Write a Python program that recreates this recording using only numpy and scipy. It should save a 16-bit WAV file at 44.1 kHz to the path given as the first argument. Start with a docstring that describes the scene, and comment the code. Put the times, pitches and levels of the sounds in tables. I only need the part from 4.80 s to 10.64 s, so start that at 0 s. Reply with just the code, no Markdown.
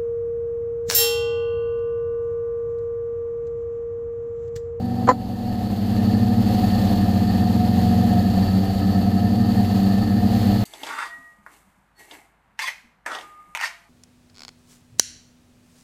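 """A throbbing drone comes first: a quadcopter cruises high over houses, heard from the camera it carries.
Four rotors at slightly different speeds beat against each other, shake the shell and chop the air.
Early on the camera mount chatters, scrapes and squeaks in one sharp, buzzing click.
The drone is subdued there and swells back, with thin whines, a wavering note and rushing air."""
import sys
import numpy as np
from scipy import signal
from scipy.fft import rfft, irfft
from scipy.io import wavfile

SR = 44100
rng = np.random.default_rng(int(sys.argv[2]) if len(sys.argv) > 2 else 0)


def unload_audio(sound):
    """Save the sound as a 16-bit wav file, at the path given as the first command line argument."""
    columns = np.transpose(np.atleast_2d(sound))
    # keep every value between -1 and 1, then stretch to whole-number steps
    steps = np.round(np.clip(columns, -1, 1) * 32767)
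    wavfile.write(sys.argv[1], SR, steps.astype(np.int16))


N = 257544
TIME = np.arange(N) / SR  # seconds
FREQS = np.fft.rfftfreq(N, 1 / SR)  # Hz

# Speeds of the four rotors, trimmed by the flight controller:
# (time [s], rotor 1 [rev/s], rotor 2 [rev/s], rotor 3 [rev/s], rotor 4 [rev/s])
ROTOR_SPEEDS = [(0.0, 92.2, 109.1, 118.6, 125.6), (0.26, 95.2, 108.7, 118.4, 125.6),
                (0.46, 94.5, 105.9, 116.6, 124.8), (0.66, 96.2, 104.6, 117.0, 122.2),
                (1.0, 97.3, 102.8, 112.3, 120.1), (1.55, 98.8, 105.2, 116.1, 121.7),
                (1.84, 95.9, 101.7, 112.5, 121.6), (2.01, 95.6, 100.3, 112.9, 119.9),
                (2.13, 94.5, 100.2, 111.2, 119.2), (3.05, 91.7, 104.2, 114.5, 121.5),
                (3.34, 92.8, 99.8, 114.4, 119.8), (3.68, 92.6, 95.0, 107.4, 117.1),
                (3.89, 96.7, 96.8, 109.6, 115.6), (4.11, 93.2, 98.5, 109.3, 117.7),
                (4.7, 96.0, 102.1, 115.3, 120.0), (5.05, 97.0, 96.7, 109.7, 117.9),
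                (5.48, 96.8, 102.4, 114.6, 119.8), (5.84, 99.2, 98.8, 114.3, 118.1)]
# Hum of each rotor before swell, load and flutter, one row a rotor: (shaft orders 1 to 8 [dB rms each]).
# Order 1 is imbalance, order 2 the two blades passing.
ROTOR_ORDERS = [(-25, -23, -42, -45, -57.5, -59, -55, -51.5),
                (-41, -25.5, -41.5, -48.5, -58.5, -58.5, -52.5, -60.5),
                (-27, -24, -49, -42, -51, -51.5, -54.5, -57), (-35.5, -31, -59, -47, -63, -78, -60, -65)]
# How each rotor's hum changes as it speeds up, towards or away from a resonance of its arm:
# (rotors 1 to 4 [dB per rev/s])
ROTOR_LOAD = [-0.022, -0.53, 0.94, 0.33]
# Rise and fall of the frame's buzz, with a dip at the click: (time [s], level change [dB])
FRAME_SWELL = [(0, -8.5), (.27, -7.5), (.34, -13), (.75, -7), (1.3, -0.2), (3.5, .5), (5.84, 0)]
# Brief lulls of the blade tone, where two rotors run at nearly the same speed:
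# (middle [s], half length [s], level change [dB])
BLADE_LULLS = [(3.885, .075, -9), (5.84, .12, -5)]
# Shell resonances that the motors excite, before the swell: (pitch [Hz], half width [Hz], level [dB rms])
SHELL_RESONANCES = [(292.8, 17.6, -37), (760, 51, -47), (1216, 26, -54), (1284.5, 17, -51.5),
                    (1710, 25, -54), (1793, 35, -48.5), (4500, 72, -54.5), (4520, 280, -52)]
# Thin motor lines, the first from commutation and the second from a bearing; levels are before
# the shell, waver and swell: (order [cycles per turn], rotors 1 to 4 [dB rms each])
WHINE_LINES = [(41.9, -64, -51, -51, -53), (46.9, -56, -57, -74, -68)]
# The note that the fastest rotor's sixth order sings in the shell: (time [s], level [dB rms])
SING_LEVEL = [(0, -39), (.28, -38.5), (.45, -42.5), (1.7, -33.5), (2.2, -36), (2.6, -33), (3.48, -30.5),
              (3.8, -44), (4.1, -35.5), (4.65, -33.5), (5.15, -38.5), (5.5, -35), (5.84, -38.5)]
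# Strength of the air flow, as the level of its hiss: (time [s], level [dB rms])
AIR_FLOW = [(0, -50.5), (.27, -47), (.36, -51), (.6, -46.5), (1.15, -41), (1.5, -41.5), (1.76, -37),
            (2.06, -36.5), (2.3, -39.3), (2.9, -39.5), (3.02, -37.5), (3.5, -39), (4.1, -40), (4.5, -42.3),
            (4.96, -37.5), (5.4, -41.5), (5.58, -35), (5.84, -37.5)]
# Tone colour of the low churning air: (frequency [Hz], relative level [dB per Hz])
CHURN_COLOUR = [(20, -1.5), (48, 5.5), (80, 7.5), (150, -0.5), (290, -1.5), (360, -10), (420, -11.5),
                (520, -1), (610, -8.5), (750, 3), (860, -10.5), (1100, -19), (1450, -29), (2400, -40.5)]
# Tone colour of the hiss off the blades, also used for the ticks: (frequency [Hz], relative level [dB per Hz])
HISS_COLOUR = [(500, 7), (1300, -0.5), (2000, 2), (2300, -4), (2700, 1.5), (3800, 0.5), (4300, 5.5),
               (5100, -3), (5800, -10), (6800, -6), (8200, -11.5), (9800, -15), (11800, -5), (13500, -10),
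               (15300, -7)]
# Scraping of the mount, briefly and then longer: (peak time [s], peak [dB rms], rise [dB/s], fall [dB/s])
MOUNT_SCRAPES = [(0.2735, -28, 20000, 5000), (.290, -20, 2400, 562)]
# Tone colour of the scraping: (frequency [Hz], relative level [dB per Hz])
SCRAPE_COLOUR = [(300, 5), (800, 16), (1900, -2), (2600, -6.5), (3600, -19), (4280, 4.5), (4900, -8.5),
                 (6300, -12), (7050, 1.5), (7700, -16), (8800, -30), (15000, -23)]
# Contacts of the chattering mount: (time [s], relative strength [dB])
MOUNT_CONTACTS = [(0.2737, -14.5), (0.2777, -5.5), (.2852, -12), (0.2894, -3), (0.2932, -10),
                  (0.3115, -6.5), (0.3152, -20)]
# What the mount rings with: (pitch [Hz], relative level [dB], time to fall by 60 dB [s])
MOUNT_RING = [(276, -13.5, 0.11), (520, -4.5, 0.033), (745, 0, 0.03), (1040, -3, 0.015),
              (1170, -3.5, 0.018), (1300, -14.5, 0.048), (1450, -11, 0.021), (1870, -16, 0.025),
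              (2043, -32, 0.035), (2510, -33, 0.013), (3140, -28.5, 0.023)]
# The squeak's harmonics, from the first up: (relative level [dB])
SQUEAK_HARMONICS = [-27, -4, -12, -1, -20.5, -30, -19, -21.5]


def gain_of(db):
    """Turns decibels into an amplitude factor."""
    return 10 ** (np.asarray(db) / 20)


def evened(x):
    """Scales to an rms (average strength) of one."""
    return x / np.sqrt(np.mean(x ** 2) + 1e-20)


def curves(rows):
    """Draws straight lines between the times of a table and returns each column at every sample."""
    times, *columns = np.transpose(rows)
    return [np.interp(TIME, times, column) for column in columns]


def colour(x, points):
    """Filters x through a curve of (Hz, dB) points, then evens its strength."""
    hz, db = np.transpose(points)
    curve_db = np.interp(np.log(FREQS + 1), np.log(hz), db)
    return evened(irfft(rfft(x) * gain_of(curve_db), N))


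def wander(rate_hz):
    """Smooth random drift, made of noise that fades out above about the given rate."""
    spectrum = rfft(rng.standard_normal(N))
    return evened(irfft(spectrum * np.exp(-(FREQS / rate_hz) ** 2), N))


def resonate(x, hz, half_width):
    """Lets through sound near one pitch, like a resonance with steep skirts."""
    response = 1 / (1 + 1j * (FREQS - hz) / half_width) ** 2
    return evened(irfft(rfft(x) * response, N))


def shaft_angles(nudge_rad=.045, nudge_hz=18):
    """Adds up speed into each shaft's angle [rad]; gusts and the speed controller nudge it slightly."""
    angles = []
    for speed in curves(ROTOR_SPEEDS):
        turns = np.cumsum(speed) / SR + rng.random()
        angles.append(2 * np.pi * turns + nudge_rad * wander(nudge_hz))
    return angles


def hum(angles, overtone_follow=.7, flutter_db=1.03, flutter_hz=14):
    """Imbalance and passing blades hum at multiples of shaft speed; near pitches throb together."""
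    swell_db, = curves(FRAME_SWELL)
    low_swell = gain_of(swell_db)
    high_swell = gain_of(overtone_follow * swell_db)  # orders above 2 follow only part of the swell
    lull_db = sum(db * np.exp(-((TIME - middle) / half) ** 2) for middle, half, db in BLADE_LULLS)
    out = np.zeros(N)
    for angle, speed, orders_db, load_db in zip(angles, curves(ROTOR_SPEEDS), ROTOR_ORDERS, ROTOR_LOAD):
        waves = []
        for order, db in enumerate(orders_db, 1):
            waves.append(gain_of(db) * np.cos(order * angle + 2 * np.pi * rng.random()))
        imbalance, blades, *overtones = waves
        tone = low_swell * (imbalance + gain_of(lull_db) * blades) + high_swell * sum(overtones)
        change_db = load_db * (speed - speed.mean()) + flutter_db * wander(flutter_hz)
        out += np.sqrt(2) * tone * gain_of(change_db)  # root two turns rms into peak
    return out


def shell(angles, rough=0.99, flicker_db=2, flicker_hz=35):
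    """Each turn knocks the motor bearings; knocks and noise make the shell ring at its resonances."""
    turns = np.floor(np.array(angles) / (2 * np.pi))
    knocks = np.diff(turns, prepend=turns[:, :1]).sum(axis=0)
    drive = evened(knocks) + rough * rng.standard_normal(N)
    ring = sum(gain_of(db) * resonate(drive, hz, width) for hz, width, db in SHELL_RESONANCES)
    return ring * evened(gain_of(flicker_db * wander(flicker_hz)))


def ticking(per_s=110, spread_db=0.5, level_db=-51):
    """Vibrating plastic parts tick at random moments, with slightly uneven strengths."""
    strengths = gain_of(spread_db * np.minimum(rng.exponential(1, N), 4))
    directions = rng.choice([-1, 1], N)
    happens = rng.random(N) < per_s / SR
    return gain_of(level_db) * colour(strengths * directions * happens, HISS_COLOUR)


def whine(shell_hz=4500, shell_width_hz=68, waver_db=2, waver_hz=4):
    """Faint high lines glide with each motor and light up as they cross a shell resonance."""
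    out = np.zeros(N)
    for order, *levels in WHINE_LINES:
        for speed, db in zip(curves(ROTOR_SPEEDS), levels):
            hz = order * speed
            passed = 1 / np.hypot(1, (hz - shell_hz) / shell_width_hz)
            line = np.sqrt(2) * np.sin(2 * np.pi * np.cumsum(hz) / SR)
            out += line * passed * gain_of(db + waver_db * wander(waver_hz))
    return out


def sing(angles, waver_db=3.2, waver_hz=22):
    """The fastest rotor's sixth order sits on a shell resonance and stands out as a wavering note."""
    level_db, = curves(SING_LEVEL)
    note = np.sqrt(2) * np.cos(6 * angles[3])
    return note * gain_of(level_db) * evened(gain_of(waver_db * wander(waver_hz)))


def blade_chop(angles, sharpness=4.1):
    """Makes a puff each time a blade sweeps past an arm, twice a turn."""
    return evened(sum(np.exp(sharpness * np.cos(2 * angle)) for angle in angles))


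def air(angles, churn_chop=0.31, hiss_chop=.35, churn_gust_db=1.5, hiss_gust_db=0.74, gust_hz=40):
    """Turbulent air churns over the body and hisses off the blades, both chopped at the blade rate."""
    churn_db, churn_follow = -31, 0.69  # dB rms at average flow; dB per dB of flow
    flow_db, = curves(AIR_FLOW)
    chop, gust = blade_chop(angles), wander(gust_hz)
    churn_strength = (1 - churn_chop + churn_chop * chop) * gain_of(churn_gust_db * gust)
    hiss_strength = (1 - hiss_chop + hiss_chop * chop) * gain_of(hiss_gust_db * gust)
    churn = colour(rng.standard_normal(N) * churn_strength, CHURN_COLOUR)
    hiss = colour(rng.standard_normal(N) * hiss_strength, HISS_COLOUR)
    churn_level_db = churn_db + churn_follow * (flow_db - flow_db.mean())
    return churn * gain_of(churn_level_db) + hiss * gain_of(flow_db)


def scrape():
    """The mount rubs twice: each scrape is coloured noise that swells and dies away."""
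    strength = np.zeros(N)
    for peak_s, db, rise, fall in MOUNT_SCRAPES:
        drop_db = np.maximum(rise * (peak_s - TIME), fall * (TIME - peak_s))
        strength += gain_of(db - drop_db)
    return strength * colour(rng.standard_normal(N), SCRAPE_COLOUR)


def chatter(level_db=-2.0, contact_s=0.00077):
    """The mount bounces against its stop, each soft contact setting off the same fading ring."""
    t = TIME[:SR // 4]
    ring = sum(gain_of(db - 60 * t / t60) * np.sin(2 * np.pi * hz * t) for hz, db, t60 in MOUNT_RING)
    ring *= 1 - np.exp(-(t / contact_s) ** 2)  # a soft contact starts gradually
    blows = np.zeros(N)
    for time_s, db in MOUNT_CONTACTS:
        blows[round(time_s * SR)] -= gain_of(db + level_db)
    return signal.oaconvolve(blows, ring)[:N]


def squeak(start_s=.28696, attack_s=0.0023, hold_s=0.016, slip_hz=253.2):
    """The mount sticks and slips between contacts: a harmonic buzz only a few cycles long."""
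    peak_db, sag, release = -3, 400, 1350  # dB; dB/s while held; dB/s afterwards
    t = np.maximum(TIME - start_s, 0)
    held = np.clip(t - attack_s, 0, hold_s)
    released = np.maximum(t - attack_s - hold_s, 0)
    tone = np.zeros(N)
    for harmonic, db in enumerate(SQUEAK_HARMONICS, 1):
        tone += gain_of(db) * np.sin(2 * np.pi * harmonic * slip_hz * t)
    attack = np.minimum(t / attack_s, 1)
    return tone * attack * gain_of(peak_db - sag * held - release * released)


def scene():
    """Adds up everything that reaches the camera's one microphone."""
    angles = shaft_angles()
    swell_db, = curves(FRAME_SWELL)
    body = (shell(angles) + ticking() + whine()) * gain_of(swell_db)
    drone = hum(angles) + body + sing(angles) + air(angles)
    click = scrape() + chatter() + squeak()
    return (drone + click)[None]


def record(dry, ceiling=.97, edge_hz=15400):
    """The camera gently rounds off the highest peaks, then removes the treble above its band edge."""
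    rounded = dry / (1 + (dry / ceiling) ** 8) ** (1 / 8)
    low_pass = signal.firwin(511, edge_hz, window=("kaiser", 9), fs=SR)
    return signal.oaconvolve(rounded, low_pass[None], "same")


dry = scene()
out = record(dry)
unload_audio(out)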